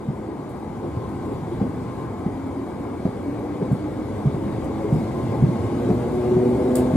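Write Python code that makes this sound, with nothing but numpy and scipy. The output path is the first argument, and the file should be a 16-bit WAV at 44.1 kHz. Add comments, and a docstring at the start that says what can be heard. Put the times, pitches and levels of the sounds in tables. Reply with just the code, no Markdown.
"""An electric train gathers speed along an open platform, passing close on the left.
From the start, noise bands rumble, ring and hiss, and damped sines make the thuds of wheels on rail joints.
Early on, sharp noise snaps like sparks, clunks, bogie judder and a faint wheel note join in.
The motors' hum, a stack of tones on one pitch curve, climbs throughout. Late on it throbs and swells;
the brightest snap cuts through just before the end, as the motor car draws level."""
import sys
import numpy as np
from scipy import signal
from scipy.fft import rfft, irfft, next_fast_len
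from scipy.io import wavfile
from scipy.ndimage import uniform_filter1d, map_coordinates

SR = 44100
rng = np.random.default_rng(int(sys.argv[2]) if len(sys.argv) > 2 else 0)


def waveform_to_disk(signal):
    """Save audio, clipped to [-1, 1], as 16-bit WAV at the path in sys.argv[1]."""
    frames = np.transpose(np.atleast_2d(signal))
    scaled = np.clip(frames, -1, 1) * 32767
    samples = np.round(scaled).astype(np.int16)
    wavfile.write(sys.argv[1], SR, samples)


N = 306936

MOTOR_CAR_S, MOTOR_CAR_WIDTH_S = 6.96, 0.82  # when the motor car draws level, and how long it stays close
# half the left-right difference goes to each port: left, right [share]
SIDES = np.array([[.5], [-.5]])


def amp(db):
    """Decibels to gain."""
    return 10 ** (np.asarray(db) / 20)


def unit(x):
    """Scale to rms 1."""
    return x / np.sqrt(np.mean(x ** 2) + 1e-20)


def along(points, hz):
    """Read (frequency, value) points on a log frequency axis."""
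    f, v = np.transpose(points)
    return np.interp(np.log(hz + 1), np.log(f + 1), v)


def curves(rows):
    """One value per sample for each column after the time."""
    s, *cols = np.transpose(rows)
    return [np.interp(np.arange(N) / SR, s, c) for c in cols]


def wobble(rate):
    """A smooth random curve, rate knots a second."""
    at = np.arange(N) * rate / SR
    coarse = at[::64]
    knots = rng.standard_normal(int(at[-1]) + 4)
    return np.interp(at, coarse, map_coordinates(knots, [coarse]))


def filtered(x, response):
    """Shape x by a complex response of frequency."""
    m = next_fast_len(N + SR // 4)
    return irfft(rfft(x, m) * response(np.fft.rfftfreq(m, 1 / SR)), m)[..., :N]


# how much the two ports share of the train's noise: freq_hz, likeness [correlation]
TRAIN_ALIKE = [(30, .75), (70, .95), (160, .96), (330, .88), (600, .82), (2000, .74), (3500, .52),
               (5500, .15), (8500, .42), (13000, .1)]


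def rush(spectrum, alike=TRAIN_ALIKE):
    """Coloured stereo noise of rms 1; the mid-side balance sets how much the two ports share."""
    def colour(hz):
        turn = np.arccos(np.clip(along(alike, hz), -1, 1)) / 2
        return amp(along(spectrum, hz)) * [np.cos(turn), np.sin(turn)]

    mid, side = filtered(rng.standard_normal((2, N)), colour)
    return unit(np.array([mid + side, mid - side]))


def tone(hz, blur, rate):
    """A stereo line of rms 1 on a pitch curve; shifting reflections blur its level and phase."""
    scatter = lambda: wobble(rate) + 1j * wobble(rate)
    paths = 1 + blur * (scatter() + SIDES / 2 * scatter())  # each port hears slightly different paths
    cycles = np.cumsum(hz) / SR + rng.random()
    return unit(np.real(paths * np.exp(2j * np.pi * cycles)))


def add(track, s, sound):
    """Mix a sound into a track at time s."""
    room = track[..., round(s * SR):][..., :sound.shape[-1]]
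    room += sound[..., :room.shape[-1]]


def swell(s, width):
    """A smooth rise to 1 at time s and a fall to nothing."""
    return np.exp(-((np.arange(N) / SR - s) / width) ** 2)


def nearness(s, width):
    """Inverse-square curve of a passing source, 1 when it is closest at time s."""
    return 1 / (1 + ((np.arange(N) / SR - s) / width) ** 2)


def patchy(x, depth_db, size=512):
    """Flicker a noise patch by patch in time and pitch; a larger size gives narrower, longer patches."""
    z = signal.stft(x, nperseg=size)[2]
    field = uniform_filter1d(rng.standard_normal(z.shape[1:]), size=3, axis=0)  # across frequency
    field = uniform_filter1d(field, size=9, axis=1)  # along time
    return unit(signal.istft(z * amp(depth_db * unit(field)), nperseg=size)[1][:, :N])


# the train's speed, read from the motor hum: time_s, pitch_hz
HUM_PITCH = [(0, 69.24), (2.7, 91.6), (3.8, 100.5), (5.2, 111.7), (6.1, 121.2), (6.45, 122.7), (6.7, 125),
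             (6.96, 127.1)]


def doublings():
    """How many times the speed has doubled since the start, as the hum's pitch follows it."""
    pitch, = curves(HUM_PITCH)
    return np.log2(pitch / pitch[0])


CREST_CYCLES, REPEAT_CYCLES = 0.97, 2.085  # cycles from a thud's start to its envelope crest, and to its repeat
CONTACT_LAG_S = 0.005  # from the drop to the hard contact
SHUDDER_T60_S = 0.37  # how long the car body rumbles after a thud
# thuds of wheels on rail joints, some of them later rebounds; each row is followed by one repeat.
# Before the low cut: start_s, level_db [envelope peak], thud_hz,
# clank_db, repeat_db, shudder_db [all three against level_db]
JOINT_THUDS = [(0.082, -14, 145, -19.5, -4, -20), (0.963, -15, 130, -30, -16, -22),
               (1.612, -8, 200, -17, -6, -14), (2.26, -9.5, 191, -19.5, -20, -22),
               (3.05, -9.5, 186, -12.5, -8, -22), (3.621, -12, 188, -15.5, -11, -16),
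               (3.711, -8.5, 142, -26, 1.5, -16), (4.253, -9.5, 141, -28, 4, -17.5),
               (4.34, -15.5, 150, -12, -15, -17), (4.461, -14.5, 240, -13, -8, -21),
               (4.923, -8, 148, -23, -3.5, -11), (4.954, -18.5, 202, -20, -9, -5),
               (5.419, -7, 150, -33, 3, -11), (5.483, -13.5, 186, -20, -5, -17),
               (5.899, -8, 200, -16, -3, -17), (6.363, -9, 178, -17, -10, -26),
               (6.931, -8.5, 166, -33, -14, -29), (6.953, -4.5, 200.5, -26, -20, -17)]
# the wheelset's modes: pitch_hz [mean], level_db [against the clank], t60_s
WHEELSET_MODES = [(392, -7, 0.04), (550, -10, 0.06), (675, -10.5, 0.069), (860, -10, 0.032),
                  (1080, -14, 0.04), (1550, -27, 0.025)]
# loose running gear, before the low cut: start_s, ring_hz, level_db
GEAR_CLUNKS = [(0.856, 345, -19.5), (1.515, 352, -17), (1.599, 795, -27.5), (3.61, 421, -17),
               (4.842, 426, -15.5), (5.349, 327, -21), (5.82, 543, -30.5), (5.882, 431, -18)]
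# clank of a struck wheel: freq_hz, density_db [relative, per Hz]
CLANK_SPECTRUM = [(25, -51), (90, 0), (170, -10), (400, 6.5), (850, -11.5), (1500, -31.5), (4100, -49),
                  (4700, -36), (5400, -46), (10000, -61)]
# the car body's boom: freq_hz, density_db [relative, per Hz]
BODY_BOOM_SPECTRUM = [(45, -36), (85, -35), (130, 5.5), (185, -0.5), (250, 2), (320, -11), (520, -41),
                      (1200, -120)]


def joints(clank_t60, ring_t60, low_cut_hz):
    """Wheels thud on joints, each thud with one repeat: the damped track rocks, the steel above rings."""
    thuds, shake, shudder = np.zeros((3, N))
    t = np.arange(SR // 4) / SR
    soft = 1 - np.exp(-(t / .003) ** 2)  # rounded onset
    decay = lambda db, t60: amp(db - 60 * t / t60)
    for s, db, hz, clank_db, repeat_db, shudder_db in JOINT_THUDS:
        u = t * hz / CREST_CYCLES
        thud = -amp(db) * (u * np.exp(1 - u)) ** 3 * np.sin(2 * np.pi * hz * t)
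        add(thuds, s, thud)
        add(thuds, s + REPEAT_CYCLES / hz, amp(repeat_db) * thud)
        modes = np.zeros(len(t))
        for mode_hz, level, t60 in WHEELSET_MODES:
            struck_hz = mode_hz * rng.normal(1, 0.038)  # each row rings a little differently
            modes += decay(level, t60) * np.sin(2 * np.pi * struck_hz * t)
        add(thuds, s + CONTACT_LAG_S, amp(db + clank_db) * modes)
        add(shake, s, soft * decay(db + clank_db, clank_t60))
        add(shudder, s, soft * decay(db + shudder_db, SHUDDER_T60_S))
    for s, hz, db in GEAR_CLUNKS:
        add(thuds, s, soft * decay(db, ring_t60) * np.sin(2 * np.pi * hz * t))
    radiated = lambda hz: (1j * hz / (low_cut_hz + 1j * hz)) ** 2  # slow rocking moves little air
    return filtered(thuds, radiated) + shake * rush(CLANK_SPECTRUM) + shudder * rush(BODY_BOOM_SPECTRUM)


HUM_RISE_DB = 30.5  # growth of the distant hum per doubling of speed
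DRONE_ORDER, GEAR_ORDER = 3, 5  # multiples of the hum pitch
FAN_WAVER = .01  # the fan's pitch wander, as a share of its pitch
# low orders, each beamed its own way: order [multiple of the pitch],
# far_db [at the mean of the speed curve], crest_db [added swell], crest_s, width_s [half width]
HUM_ORDERS = [(1, -48.5, -36, 5.76, 0.75), (2, -43.5, -22.5, 6.81, 0.16), (4, -48, -33, 6.68, 0.52)]
# the hum's strongest order, before a 2.5 dB lift: time_s, level_db
DRONE_LEVEL = [(0.0, -41.5), (1.2, -55), (1.65, -38.5), (2.15, -48), (2.45, -37.5), (2.85, -39),
               (3.3, -38.5), (3.8, -35.5), (4.15, -43.5), (4.62, -32.5), (5.1, -40), (5.45, -42),
               (5.8, -28.5), (6.05, -31.5), (6.2, -26.5), (6.45, -22), (6.75, -30), (6.96, -33)]
# high orders, before the lift and swell of the motor car: order [multiple of the pitch], level_db
HUM_OVERTONES = [(5, -56), (6, -44), (7, -48.5)]
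# lines near the low orders: some make the hum throb, the 1.97 one is an earlier swell of the second order:
# order [multiple of the pitch], level_db [at the crest], crest_s, width_s [half width]
NEARBY_LINES = [(1.82, -34.5, 6.55, 0.35), (1.97, -24, 6.41, 0.12), (2.15, -30, 5.85, 0.11),
                (2.18, -34, 6.6, 0.35), (2.93, -38, 6.85, 0.15), (3.17, -23.5, 6.45, 0.12)]
# the rough fifth order: time_s, level_db
GEAR_LEVEL = [(0, -52), (2.2, -64), (3.1, -44), (3.6, -42), (4.3, -45), (4.85, -38.5), (5.5, -46.5),
              (6.96, -35)]
# gearcase noise: freq_hz, density_db [relative]
GROWL_SPECTRUM = [(300, -43), (480, 0.5), (700, -3), (880, -2), (1150, -8), (1800, -44), (4000, -120)]
# the motors shake the floor above them: freq_hz, density_db [relative, per Hz]
FLOOR_SPECTRUM = [(35, -31), (60, -7), (78, 2), (105, -25), (150, -3), (210, -2), (270, -10), (340, -50),
                  (600, -120)]
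# cooling fan: time_s, pitch_hz [before the waver], level_db
FAN_WHINE = [(0, 2215, -72), (3, 2234, -60), (4.2, 2231, -61.5), (5.3, 2161, -56), (6, 2140, -60.5),
             (6.96, 2133, -61)]


def motors():
    """The hum climbs with the speed; low orders swell as their beams sweep by, reflections blur them."""
    pitch, = curves(HUM_PITCH)
    drone_db, = curves(DRONE_LEVEL)
    gear_db, = curves(GEAR_LEVEL)
    fan_hz, fan_db = curves(FAN_WHINE)
    near_db = 10 * np.log10(nearness(MOTOR_CAR_S, MOTOR_CAR_WIDTH_S))
    speed = doublings()
    effort_db = HUM_RISE_DB * (speed - speed.mean())
    diffuse = 0.2 * amp(-.35 * near_db).clip(0, 2)  # from afar, more of the hum arrives by reflections
    order = lambda k: tone(k * pitch, blur=diffuse * np.sqrt(k), rate=7 * k)

    low = sum((amp(far_db + effort_db) + amp(crest_db) * nearness(s, width)) * order(k)
              for k, far_db, crest_db, s, width in HUM_ORDERS)
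    drone = amp(drone_db + 2.5) * order(DRONE_ORDER)
    high = sum(amp(db) * tone(k * pitch, blur=2.4, rate=45) for k, db in HUM_OVERTONES)
    high = amp(near_db + 3.5) * high
    nearby = sum(amp(db) * nearness(s, width) * order(k) for k, db, s, width in NEARBY_LINES)
    gears = amp(gear_db) * tone(GEAR_ORDER * pitch, blur=4.9, rate=45)
    growl = amp(near_db - 48.0) * rush(GROWL_SPECTRUM)
    floor = amp(near_db - 36.0) * rush(FLOOR_SPECTRUM)
    fan = amp(fan_db) * tone(fan_hz * (1 + FAN_WAVER * wobble(25)), blur=1.8, rate=150)
    return floor + drone + low + nearby + high + gears + growl + fan


WEBS_DB, WEBS_RISE_DB = -18, 3  # the discs' ring against the rails at the start, and its growth per doubling
ROAR_FLUTTER_DB, HISS_FLUTTER_DB = 1.0, .45
RAILS_PATCHY_DB, HISS_PATCHY_DB = 1.4, 1.8  # depth of the flicker
# the bogies under two car ends roll by: crest_s, width_s [half width]
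BOGIE_PASSES = [(1.42, 0.77), (5.3, 1.3)]
# rolling layers, one row each: start_db, speed_db [rise per doubling of speed],
# bogie_db [swell beside a bogie], motor_db [swell beside the motor car]
RUMBLE_LEVEL = (-38, 3, 6, 2.5)
ROAR_LEVEL = (-33.5, 4, 0.36, 6.5)
RAILS_LEVEL = (-42.5, 4.5, 1.06, 1.5)
HISS_LEVEL = (-61.5, 7, 2.5, 3)
FIZZ_LEVEL = (-64, 6, 2, 4.5)
# their colours, and the wheel discs' higher ring (webs): freq_hz, density_db [relative, per Hz]
RUMBLE_SPECTRUM = [(13, -69), (22, -35), (32, -37), (34, -18), (39, -33), (50, -6), (102, 2.5), (123, 3.5),
                   (157, -1), (220, -3.5), (290, -26), (480, -120)]
ROAR_SPECTRUM = [(140, -24), (215, -0.5), (274, 2), (301, 0), (350, 1), (398, -2.5), (640, -11.5),
                 (830, -27), (1410, -120)]
RAILS_SPECTRUM = [(380, -35), (640, -6), (718, 0), (872, 0.5), (978, -3), (1060, -2.5), (1380, -14),
                  (1610, -15), (1780, -25.5), (2000, -19), (2600, -35.5), (4400, -120)]
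WEBS_SPECTRUM = [(1200, -29), (1550, 1), (1800, -3), (2020, 0), (2200, 0), (2400, -6.5), (2650, -22),
                 (3500, -62)]
HISS_SPECTRUM = [(1410, -23), (2400, -2.5), (2680, -4.5), (2950, -4), (3780, -4), (4250, -7), (4580, -5.5),
                 (5000, -8.5), (5760, -11), (6800, -10.5), (8840, -44), (15000, -120)]
FIZZ_SPECTRUM = [(3820, -40), (6500, -15), (6980, 0.5), (8910, 2.5), (13600, -8.5), (14900, -14),
                 (15800, -18)]


def rolling():
    """Rough treads shake cars, wheels and rails: louder with speed and beside each bogie, each fluttering."""
    speed, motor_car = doublings(), nearness(MOTOR_CAR_S, MOTOR_CAR_WIDTH_S)
    bogie = sum(swell(s, width) for s, width in BOGIE_PASSES)

    def gain(level, flutter_db, rate):
        start_db, speed_db, bogie_db, motor_db = level
        level_db = start_db + speed_db * speed + bogie_db * bogie + motor_db * motor_car
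        return amp(level_db + flutter_db * wobble(rate))

    rumble = gain(RUMBLE_LEVEL, 0.19, 9.5) * rush(RUMBLE_SPECTRUM)
    roar = gain(ROAR_LEVEL, ROAR_FLUTTER_DB, 10) * rush(ROAR_SPECTRUM)
    steel = rush(RAILS_SPECTRUM) + amp(WEBS_DB + WEBS_RISE_DB * speed) * rush(WEBS_SPECTRUM)
    ring = gain(RAILS_LEVEL, 0.53, 18) * patchy(steel, RAILS_PATCHY_DB, size=1536)
    hiss = gain(HISS_LEVEL, HISS_FLUTTER_DB, 10) * patchy(rush(HISS_SPECTRUM), HISS_PATCHY_DB)
    fizz = gain(FIZZ_LEVEL, HISS_FLUTTER_DB, 23) * patchy(rush(FIZZ_SPECTRUM), HISS_PATCHY_DB)
    return rumble + roar + ring + hiss + fizz


# judder bouts: crest_s, level_db, width_s [half width]
JUDDER_BOUTS = [(0.845, -28, 0.034), (1.0, -33, 0.058), (1.33, -32.5, 0.056), (1.57, -40, 0.054),
                (1.655, -36, 0.026), (2.86, -37.5, 0.038), (3.62, -32, 0.038), (5.35, -26.5, 0.045),
                (5.87, -27, 0.067)]
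# the bogie frame's ring: freq_hz, density_db [relative, per Hz]
FRAME_SPECTRUM = [(130, -25), (220, -7), (280, -4), (360, -1), (470, -5), (620, -15.5), (950, -21),
                  (1600, -55), (3000, -120)]


def rattles():
    """A bogie frame judders in short bouts on uneven track."""
    bouts = sum(amp(db) * swell(s, width) for s, db, width in JUDDER_BOUTS)
    return bouts * unit(amp(1.1 * wobble(90)) * rush(FRAME_SPECTRUM))


# a wheel's note: crest_s, level_db, width_s [half width]
WHEEL_NOTES = [(1.15, -46.5, 0.28), (2.0, -44.5, 0.21), (3.4, -63, 0.68), (5.2, -43.5, 0.22)]


def singing_wheel(hz):
    """A wheel rings faintly now and then as it rubs the rail."""
    level = sum(amp(db) * swell(s, width) for s, db, width in WHEEL_NOTES)
    return level * tone(np.full(N, hz), blur=1.0, rate=45)


SIZZLE_FLUTTER_DB = 2.0
# snaps, the base level of crack, sizzle and ring: start_s, level_db, fade_s [sizzle's fall to 1/e]
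SNAP_EVENTS = [(.49, -57, .05), (1.088, -59, 0.044), (1.253, -60, .03), (1.315, -62, .05),
               (2.465, -62, 0.018), (3.39, -61, 0.015), (3.718, -54, 0.033), (4.642, -55, 0.016),
               (4.93, -56, 0.12), (6.753, -29, 0.026)]
# colours of the crack, the sizzle and the shaken metal fitting: freq_hz, density_db [relative, per Hz]
CRACK_SPECTRUM = [(2000, -36), (3700, -16), (6000, -14), (7100, -1), (8500, 3), (9800, -5), (13400, -10),
                  (15800, -18)]
SIZZLE_SPECTRUM = [(1530, -34), (2600, -19), (3740, -9), (4800, -10), (6010, -13), (7100, 3), (9670, 7.5),
                   (13400, -1), (15800, -11)]
FITTING_SPECTRUM = [(500, -25), (1100, 13), (1700, -9), (3000, -5), (4500, -4), (6000, -13), (9000, -45)]
# how much the two ports share of crack and sizzle: freq_hz, likeness [correlation]
SNAP_ALIKE = [(6000, 1), (8000, 0.4), (10500, 0.74), (12000, 0.59)]


def snaps(crack_s, crack_db, body_db, body_fade_s):
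    """A bright crack, then a broader sizzle that dies away over the dull ring of a metal fitting."""
    cracks, sizzles, rings = np.zeros((3, N))
    t = np.arange(SR // 2) / SR
    rise = 1 - np.exp(-t / .0015)
    for s, db, fade in SNAP_EVENTS:
        crack = min(1, 0.01 / fade) * np.exp(-((t - .0036) / crack_s) ** 2)  # long sizzles start softer
        add(cracks, s, amp(db + crack_db) * crack)
        add(sizzles, s, amp(db + 1.0) * rise * np.exp(-t / fade))
        add(rings, s, amp(db + body_db) * rise * np.exp(-t / body_fade_s))
    sizzles = sizzles * amp(SIZZLE_FLUTTER_DB * wobble(200))
    bright = cracks * rush(CRACK_SPECTRUM, SNAP_ALIKE) + sizzles * rush(SIZZLE_SPECTRUM, SNAP_ALIKE)
    return bright + rings * rush(FITTING_SPECTRUM)


# port phase: freq_hz, lead_rad [how far the left port leads]
LEFT_LEAD = [(30, 0), (250, .3), (550, .7), (1700, .55), (3000, .9), (4800, 1.9), (6200, .4), (9000, 2.6),
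             (11500, 2.8), (15000, 5.4)]
# port balance of the running gear, then of the snaps: freq_hz, lean_db [left minus right]
TRAIN_LEAN = [(60, 3), (130, -1), (250, 0), (500, 1.5), (1200, 5), (2400, 3.5), (4400, 3.5), (8200, 1.5),
              (14000, -2.5)]
SNAP_LEAN = [(3000, 2), (5200, 10), (8200, -5), (10500, 3), (13500, -8), (15500, -5)]


def from_left(x, lean):
    """The left port leads in phase, and the level balance between the ports varies with frequency."""
    return filtered(x, lambda hz: amp(SIDES * along(lean, hz)) * np.exp(1j * SIDES * along(LEFT_LEAD, hz)))


def scene():
    """The running gear and motors share one stereo balance; the snaps have their own."""
    wheels = joints(clank_t60=0.2, ring_t60=0.15, low_cut_hz=75.0) + rolling()
    wheels = wheels + rattles() + singing_wheel(hz=1044.0)
    sparks = snaps(crack_s=0.0019, crack_db=10.5, body_db=-12, body_fade_s=0.063)
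    return from_left(wheels + motors(), TRAIN_LEAN) + from_left(sparks, SNAP_LEAN)


def record(dry):
    """A sharp band limit removes everything from 15.7 kHz up."""
    return filtered(dry, lambda hz: hz < 15700)


dry = scene()
out = record(dry)
waveform_to_disk(out)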